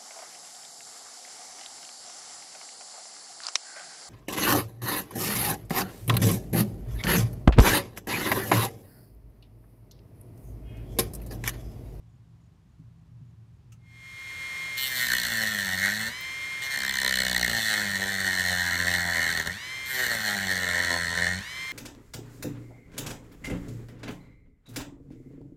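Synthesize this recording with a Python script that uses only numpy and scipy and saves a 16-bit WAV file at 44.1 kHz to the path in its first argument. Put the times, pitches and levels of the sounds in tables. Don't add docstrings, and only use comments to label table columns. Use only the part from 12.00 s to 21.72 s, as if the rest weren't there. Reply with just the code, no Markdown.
import sys
import numpy as np
from scipy import signal
from scipy.fft import rfft, irfft, next_fast_len
from scipy.io import wavfile
from scipy.ndimage import uniform_filter1d, map_coordinates

SR = 44100
rng = np.random.default_rng(int(sys.argv[2]) if len(sys.argv) > 2 else 0)


def waveform_to_disk(signal):
    frames = np.transpose(np.atleast_2d(signal))
    scaled = np.clip(frames, -1, 1) * 32767
    samples = np.round(scaled).astype(np.int16)
    wavfile.write(sys.argv[1], SR, samples)


def boost(x):
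    u = np.asarray(x, float) / 20
    return 10 ** u


N = 428652
FREE_HZ = 132.75


def unit(x):
    return x / np.sqrt(np.mean(x ** 2) + 1e-20)


def curves(rows):
    s, *cols = np.transpose(rows)
    return [np.interp(np.arange(N) / SR, s, c) for c in cols]


def wobble(rate):
    knots = rng.standard_normal(int(N * rate / SR) + 4)
    return map_coordinates(knots, [np.arange(N) * rate / SR])


def filtered(x, response):
    m = next_fast_len(N + SR // 2)
    return irfft(rfft(x, m) * response(np.fft.rfftfreq(m, 1 / SR)), m)[:N]


def colour(points):
    f, v = np.transpose(points)
    return lambda hz: boost(np.interp(np.log(hz + 1), np.log(f), v))


def modes(rows):
    def mode(f, centre, width, db):
        return boost(db) * 1j * f * width / (centre * centre - f * f + 1j * f * width)
    return lambda f: sum((-1) ** k * mode(f, *row) for k, row in enumerate(rows))


def band(f, lo, hi):
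    return 1 / ((1 + lo / (1j * f + 1)) * (1 + 1j * f / hi)) ** 2


def steady(x):
    power = uniform_filter1d(uniform_filter1d(x * x, size=3000), size=3000)
    return x / np.sqrt(np.abs(power) + 1e-12)


def yard():
    # (frequency [Hz], level [dB per Hz])
    rumble_colour = [(15, -55), (25, -32), (44, -26), (80, 0), (119, -9), (173, -8.5), (190, -13.5),
                     (420, -28.5), (550, -64), (920, -120)]
    # (frequency [Hz], level [dB per Hz])
    hiss_colour = [(250, -33), (420, -4.5), (1070, -3.5), (1370, -8.5), (4960, -16.5), (6820, -19.5),
                   (14300, -28), (15700, -37)]
    # (frequency [Hz], level [dB])
    hum_tones = [(54, -60), (163, -58)]
    # (time [s], level [dB])
    drone_swell = [(0.0, -54.5), (0.73, -67), (0.8, -57), (0.97, -62), (1.22, -54), (2.04, -56),
                   (2.19, -65)]
    t = np.arange(N) / SR
    hum = np.zeros(N)
    for hz, db in hum_tones:
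        hum += boost(db - 1.5 + 2.7 * wobble(5.9)) * np.sin(2 * np.pi * hz * t + 0.42 * wobble(10.0))
    drone = unit(filtered(rng.standard_normal(N), lambda f: modes([(116, 14, 0)])(f) ** 2))
    rumble = unit(filtered(rng.standard_normal(N), colour(rumble_colour)))
    hiss = unit(filtered(rng.standard_normal(N), colour(hiss_colour)))
    return hum + boost(curves(drone_swell)[0] + 3.5) * drone + boost(-57.5) * rumble + boost(-73.5) * hiss


def small_sounds():
    # (time [s], peak level [dB], pitch [Hz])
    thuds = [
        (0.793, -39, 158),
        (1.207, -39, 141),
    ]
    # (time [s], peak level [dB], 60 dB decay [s], highest treble [dB])
    tick_hits = [
        (1.719, -48, 0.093, -12),
        (4.206, -41, 0.042, 13),
        (.797, -64, .03, -10),
    ]
    # (frequency [Hz], width [Hz], level [dB])
    tick_ring = [(1300, 68, 7), (2640, 300, 5.5), (6340, 1100, 3), (8600, 3000, -4)]
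    # (time [s], level [dB])
    chirps = [(.09, -76), (.4, -75), (.68, -80), (.95, -80), (1.24, -79), (1.53, -82)]
    out, ticks, t = np.zeros(N + SR), np.zeros(N + SR), np.arange(SR // 4) / SR
    onset = 1 - np.exp(-t / 0.0032)
    for s, db, hz in thuds:
        push = np.sin(2 * np.pi * hz * t) + 0.23 * np.sin(3.4 * np.pi * hz * t)
        out[round(s * SR):][:len(t)] += boost(db - 60 * t / 0.16) * onset * push
    for s, db, t60, top_db in tick_hits:
        puff = boost(db - 60 * t / t60) * onset * rng.standard_normal(len(t))
        ticks[round(s * SR):][:len(t)] += puff
        out[round(s * SR):][:len(t) - 6] += boost(top_db) * np.diff(puff, 6) / 30
    for s, db in chirps:
        flutter = 1 + 4.8 * uniform_filter1d(rng.standard_normal(len(t)), size=40)
        trill = (t < .09) * np.sin(np.pi * 36 * t) ** 2 * flutter
        out[round(s * SR):][:len(t)] += boost(db - 4) * trill * np.sin(2 * np.pi * 6920 * t)
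    return out[:N] + boost(1.5) * filtered(ticks[:N], modes(tick_ring))


def shaft():
    # (time [s], speed [Hz])
    loaded = [
        [(2.74, 133.6), (2.95, 130.2), (3.132, 124), (3.376, 111.5), (3.486, 107.7), (3.684, 94.5),
         (3.766, 92.66), (3.952, 105.7), (4.08, 113.7)],
        [(4.69, 132.4), (4.95, 129.1), (5.28, 123.5), (5.6, 114), (5.74, 105.6), (5.96, 95.2)],
        [(5.96, 95.3), (6.09, 97.85), (6.57, 88.6), (6.8, 86.47), (6.97, 89.3), (7.14, 83.7), (7.28, 80.4),
         (7.46, 84.98), (7.53, 92.4)],
        [(7.9, 133.5), (8.05, 123.5), (8.17, 109.1), (8.426, 96.04), (8.74, 88.06), (9.026, 84.96),
         (9.1, 83.75), (9.338, 89.86), (9.4, 98.6)],
    ]
    fresh_hz, settle_s = .5, .3
    recover_s, creep_s, creep_share = .062, .3, .06
    t = np.arange(N) / SR
    speed, = curves([row for part in loaded for row in part])
    fresh = FREE_HZ + fresh_hz * np.exp(-np.abs(t - 1.762) / settle_s)
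    speed = np.where(t < loaded[0][0][0], fresh, speed)
    next_bites = [later[0][0] for later in loaded[1:]] + [N / SR]
    for part, until in zip(loaded, next_bites):
        s, hz = part[-1]
        since = np.abs(t - s)
        lack = (1 - creep_share) * np.exp(-since / recover_s) + creep_share * np.exp(-since / creep_s)
        speed = np.where((t > s) & (t < until), FREE_HZ - (FREE_HZ - hz) * lack, speed)
    return speed, np.cumsum(speed * (1 + 0.000935 * wobble(30))) / SR


def sunk(speed):
    lost = np.maximum(FREE_HZ - speed, 0)
    return lost, 1 - np.exp(-lost / 4.66)


def motor(speed, turns):
    clear_orders = [8, 12, 13, 14, 15, 16, 18, 22, 23, 24, 25, 31, 32]
    clear_db = [-23, -27, -26, -23, -18, 0, -14, -25, -27, -18, -18, -24, -23]
    # (frequency [Hz], level [dB])
    housing = [(1070, -6), (1700, -9), (1990, -13), (2170, 0), (2650, -11), (3250, -4), (4300, -5),
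               (9000, -6)]
    # (frequency [Hz], level [dB per Hz])
    air_colour = [(150, -55), (250, -18), (906, -20.5), (1060, -12.5), (1260, -19), (1880, -5), (2160, -11),
                  (2530, -19), (3280, -17.5), (3520, -13.5), (4260, -17.5), (4820, -29), (5630, -20),
                  (12300, -32), (16000, -39)]
    # (frequency [Hz], width [Hz], level [dB])
    vents = [(8700, 310, -24), (12200, 1000, -7)]
    slots_db, pulling_db = 6, 8
    multiple = np.arange(8, 113)
    db = -33 - .2 * (multiple - 30) + 2.5 * rng.standard_normal(len(multiple))
    db[(multiple % 8 < 2) & (multiple > 30)] += slots_db
    db[np.isin(multiple, clear_orders)] = clear_db
    at_free_speed = colour(housing)(multiple * speed.max())
    one_turn = np.arange(4096) / 4096
    start = rng.uniform(0, 2 * np.pi, (len(db), 1))
    waves = np.sin(2 * np.pi * multiple[:, None] * one_turn + start)
    slot = (multiple % 8 == 0) & (multiple > 16) & (multiple < 50)
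    shapes = boost(db) / at_free_speed * [slot, ~slot] @ waves
    slots, others = shapes[:, (turns % 1 * len(one_turn)).astype(int)]
    pulling = 1 - np.exp(-sunk(speed)[0] / 1.2)
    lines = filtered(boost(pulling_db * pulling) * slots + others, colour(housing))
    lines *= boost(5.5 + 0.68 * wobble(25))
    throb = 1 + 0.34 * np.sin(4 * np.pi * turns) + 0.052 * np.sin(2 * np.pi * turns)
    whistle = lambda f: 1 + np.abs(modes(vents)(f))
    air = unit(filtered(throb * rng.standard_normal(N), lambda f: colour(air_colour)(f) * whistle(f)))
    u = np.clip((np.arange(N) / SR - 1.762) / 0.95, 0, 1)
    fade = u * u * (3 - 2 * u)
    slowing = np.log2(speed / speed.max())
    return boost(-37) * fade * (boost(17.3 * slowing) * lines + boost(-6.5 + 5.1 * slowing) * air)


def hand():
    # (time [s], level [dB])
    presses = [
        [(2.775, -41.5), (2.91, -37.5), (3.02, -37), (3.108, -24.5), (3.212, -30.5), (3.298, -29.5),
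         (3.69, -30.5), (4.06, -32.5), (4.14, -49.5)],
        [(4.62, -40.5), (4.72, -35.5), (4.78, -28.5), (4.91, -32.5), (5.08, -28.5), (5.3, -31.5), (5.42, -27),
         (5.56, -30), (5.65, -33)],
        [(5.65, -35), (5.71, -26), (5.87, -30.5), (6.2, -30.5), (6.27, -27), (6.66, -28), (7.24, -26),
         (7.42, -29), (7.58, -47.5)],
        [(7.86, -43.5), (8.0, -19), (8.2, -33), (8.304, -30.5), (8.466, -32), (8.81, -26), (9.104, -32),
         (9.27, -23.5), (9.43, -47.5)],
    ]
    # (time [s], half width [s], extra on part [dB], extra on wheel and grit [dB])
    slips = [(2.79, 0.047, -2.5, 14), (2.86, 0.029, 0, 11), (4.64, 0.027, 1.5, 3), (4.69, 0.017, -4, -9),
             (3.0, 0.048, 8.5, 1.5), (3.211, 0.054, -2, 5), (3.43, 0.022, 3.5, 0.5), (3.861, 0.046, 9, -2),
             (5.2, .25, 1, 4), (5.65, 0.095, 2.5, 4), (6.511, .1, 0, 2.5), (6.95, 0.071, 2, 2),
             (7.04, 0.077, -3.5, -1.5), (7.34, .04, -1.5, 3), (7.44, 0.012, -6, 1), (7.501, 0.018, 9, -8),
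             (8.001, .08, -8, -2.5), (8.281, 0.022, 4, 4), (8.515, 0.021, 6, 0.5), (8.921, 0.042, 0, 3),
             (9.28, 0.067, -0.5, -3), (9.4, 0.026, 2, 2.5), (7.53, 0.018, -3.5, 8), (4.091, .015, 3, -2),
             (4.8, 0.053, -0.5, -3), (8.75, .1, 0, -1.5)]
    # (finest grit at start [dB], at end [dB], knocking [dB])
    passes = [
        (4, -2, -2.5),
        (-7.5, -1, 1),
        (-3, -3.5, 0),
        (3, -13, 1),
    ]
    t = np.arange(N) / SR

    def edged(cut):
        first, last = cut[0][0], cut[-1][0]
        return [(first - .02, -140), (first - .012, -70), *cut, (last + .03, -140)]

    press_db = np.max([curves(edged(cut))[0] for cut in presses], axis=0)
    bumps = np.array([np.exp(-((t - s) / width) ** 2) for s, width, *_ in slips])
    part_db, rim_db = np.array(slips)[:, 2:].T @ bumps
    ends = []
    for cut, (start_db, end_db, knock_db) in zip(presses, passes):
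        ends += [(cut[0][0], start_db, knock_db), (cut[-1][0], end_db, knock_db)]
    return press_db + part_db, rim_db, *curves(ends)


def bounce(speed):
    # (start [s], end [s], weakness of second strikes [dB], extra roughness [0-1])
    bounces = [
        (3.04, 3.234, 15, 0.07),
        (4.738, 5.42, 40, 0.22),
        (7.292, 7.359, 8.5, 0.57),
        (8.03, 8.106, 8, 0.13),
        (9.36, 9.42, 14, 0),
    ]
    jump_s, calm_s = 0.032, 0.21
    lost, depth = sunk(speed)
    weak_db, rough = -1.5, 0.46 * depth ** 2
    for start, end, db, extra in bounces:
        jumping, = curves([(start, 0), (start + jump_s, 1), (end, 1), (end + calm_s, 0)])
        weak_db, rough = weak_db + db * jumping ** 2, rough + extra * jumping
    return weak_db, rough, 0.74 + 0.53 * depth + 0.0027 * lost


def strikes(speed, turns):
    # (time [s], extra level [dB])
    clear = [(2.7793, 2), (2.954, 2), (3.133, 4), (3.4248, 0), (3.585, 2), (3.785, 1), (4.6279, -2),
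             (4.773, 4.5), (4.8933, 2.5), (5.0458, 4.5), (5.1705, 2), (5.3123, -1), (5.4609, -1),
             (5.6538, 1), (5.7948, 1), (5.954, 2.5), (6.2641, 0), (6.4824, 1), (6.7073, 2), (6.9016, 1),
             (7.0508, 2), (7.2154, -2.5), (7.372, 1.5), (7.4706, 7), (8.097, -6), (8.2585, 1), (8.4686, 4),
             (8.687, 4), (8.8917, -7), (9.2077, -1)]
    weak_db, rough, contact_ms = bounce(speed)
    at = (np.array(clear)[:, 0] * SR).astype(int)
    slip = [0.]
    for i in at:
        step = 2 if weak_db[i] > 6 else 1
        slip.append(np.round((turns[i] + slip[-1]) / step) * step - turns[i])
    turns = turns + 2 + np.interp(np.arange(N), at, slip[1:])
    turn = turns.astype(int)
    luck = rng.standard_normal((turn.max() + 2, 2))
    luck = .75 * luck + .66 * np.roll(luck, 1, axis=0)
    hard_db = np.zeros(len(luck))
    hard_db[np.round(turns[at]).astype(int)] = np.array(clear)[:, 1]
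    contact_s = contact_ms * boost(2.75 * rough * luck[turn, 1]) / 1000
    u = (turns % 1) / speed / contact_s
    strike_db = 2.5 * rough * luck[turn, 0] + hard_db[turn] - weak_db * (turn % 2)
    force = boost(strike_db) * u ** 1.26 * np.exp(1.2 * (1 - u))
    force += 0.24 * boost(-.4 * weak_db)
    rim = rng.standard_normal((turn.max() // 6 + 3, 401))
    grain = unit(map_coordinates(rim, [turns / 6, turns % 1 * 400], order=1))
    rough = np.clip(rough, 0, 1)
    return force, force * (np.sqrt(1 - rough) * grain + np.sqrt(rough) * rng.standard_normal(N))


def part_ring(scrape):
    # (frequency [Hz], width [Hz], level [dB])
    part_modes = [(1389, 210, -11.5), (1565, 114, -4), (1776, 127.4, 4), (1896, 191, 1.5),
                  (2132, 150, -7.5)]
    return steady(filtered(scrape, lambda f: modes(part_modes)(f) * band(f, 2080, 3550)))


def wheel_ring(scrape):
    # (frequency [Hz], width [Hz], level [dB])
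    wheel_modes = [(2564, 28, 3.5), (2990, 163, 3.5), (3447, 148, 4), (3700, 88, 4.5), (4020, 260, 7),
                   (4350, 430, 5.5)]
    return steady(filtered(scrape, lambda f: modes(wheel_modes)(f) * band(f, 4000, 8400)))


def grit_spray(scrape, sparkle_db):
    # (frequency [Hz], level [dB per Hz])
    grit_colour = [(2760, -73), (4700, 5.5), (4910, 5), (6130, 10), (6490, 7.5), (6770, 6.5), (7290, 8.5),
                   (8350, 7.5), (9960, -2), (10400, -46), (13500, -48), (22000, -120)]
    # (frequency [Hz], level [dB per Hz])
    sparkle_colour = [(6120, -27.5), (10400, -3.5), (10900, -5.5), (12100, 5), (12500, 8.5), (13200, -3),
                      (15100, 5.5), (16000, -27)]
    grit = steady(filtered(scrape, colour(grit_colour)))
    return grit + boost(sparkle_db - 3.5) * steady(filtered(scrape, colour(sparkle_colour)))


def hose_knock(force, scrape):
    # (frequency [Hz], width [Hz], level [dB])
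    hose_modes = [(277, 67, -3), (393, 60, -3.5), (573, 105, 2.5), (782, 186, 2.5), (988, 42.5, 7),
                  (1072, 47, -0.5)]
    blows = unit(np.diff(force, prepend=0)) + unit(scrape)
    hoses = np.zeros(N)
    for k, row in enumerate(hose_modes):
        hoses += (-1) ** k * boost(2.4 * wobble(6)) * filtered(blows, modes([row]))
    return steady(hoses) * boost(2.1 * wobble(14))


def tool_shake(force, speed, part_db):
    # (frequency [Hz], width [Hz], level [dB])
    grip_modes = [(59, 39, -8.5), (88.6, 8.7, -2.5), (205.3, 36, 6)]
    # (time [s], half width [s], shake [dB])
    grip_changes = [
        (3.2, 0.11, -1.5),
        (5.56, 0.051, 4),
        (7.5, 0.13, 3.5),
        (8.02, 0.093, -1.5),
        (9.35, 0.11, 2),
    ]
    t = np.arange(N) / SR
    shake_db = -41 - 16 * (1 - sunk(speed)[1]) - 0.056 * bounce(speed)[0]
    shake_db += 2 * np.minimum(part_db + 41, 0) + 1.36 * wobble(8)
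    for s, width, db in grip_changes:
        shake_db += db * np.exp(-((t - s) / width) ** 2)
    shake = filtered(steady(force), lambda f: modes(grip_modes)(f) / (1 + 1j * f / 300))
    return boost(shake_db) * unit(shake)


def cutting(speed, turns):
    light_db = -34
    force, scrape = strikes(speed, turns)
    lost, depth = sunk(speed)
    part_db, rim_db, sparkle_db, knock_db = hand()
    firm, light = np.maximum(part_db - light_db, 0), np.minimum(part_db - light_db, 0)
    wheel_db = -37.5 + 0.65 * firm + light - 0.0551 * lost + rim_db
    grit_db = -42 + 0.64 * firm + light - 0.04 * lost + 0.55 * rim_db
    sparkle_db = sparkle_db + 6.5 * (1 - depth)
    knock_db = knock_db - 47.5 + 0.81 * firm + light - 7 * (1 - depth)
    cut = boost(part_db) * part_ring(scrape) + boost(wheel_db) * wheel_ring(scrape)
    cut += boost(grit_db) * grit_spray(scrape, sparkle_db)
    return cut + boost(knock_db) * hose_knock(force, scrape) + tool_shake(force, speed, part_db)


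def bay(x):
    t = np.arange(SR // 4) / SR
    tail = rng.standard_normal(len(t)) * boost(-60 * t / 0.1)
    return x + boost(-13.5) * signal.fftconvolve(x, tail / np.linalg.norm(tail))[:N]


def scene():
    speed, turns = shaft()
    return (yard() + small_sounds() + motor(speed, turns) + bay(cutting(speed, turns)))[None]


def top_cut(x):
    return signal.sosfilt(signal.butter(12, 16440, fs=SR, output="sos"), x)


def record(dry):
    def response(hz):
        bass = (hz / 33) ** 4
        return bass / (1 + bass) / (1 + (hz / 15800) ** 120)
    mix = filtered(dry[0], response)[None]
    return top_cut(mix)


dry = scene()
out = record(dry)
waveform_to_disk(out)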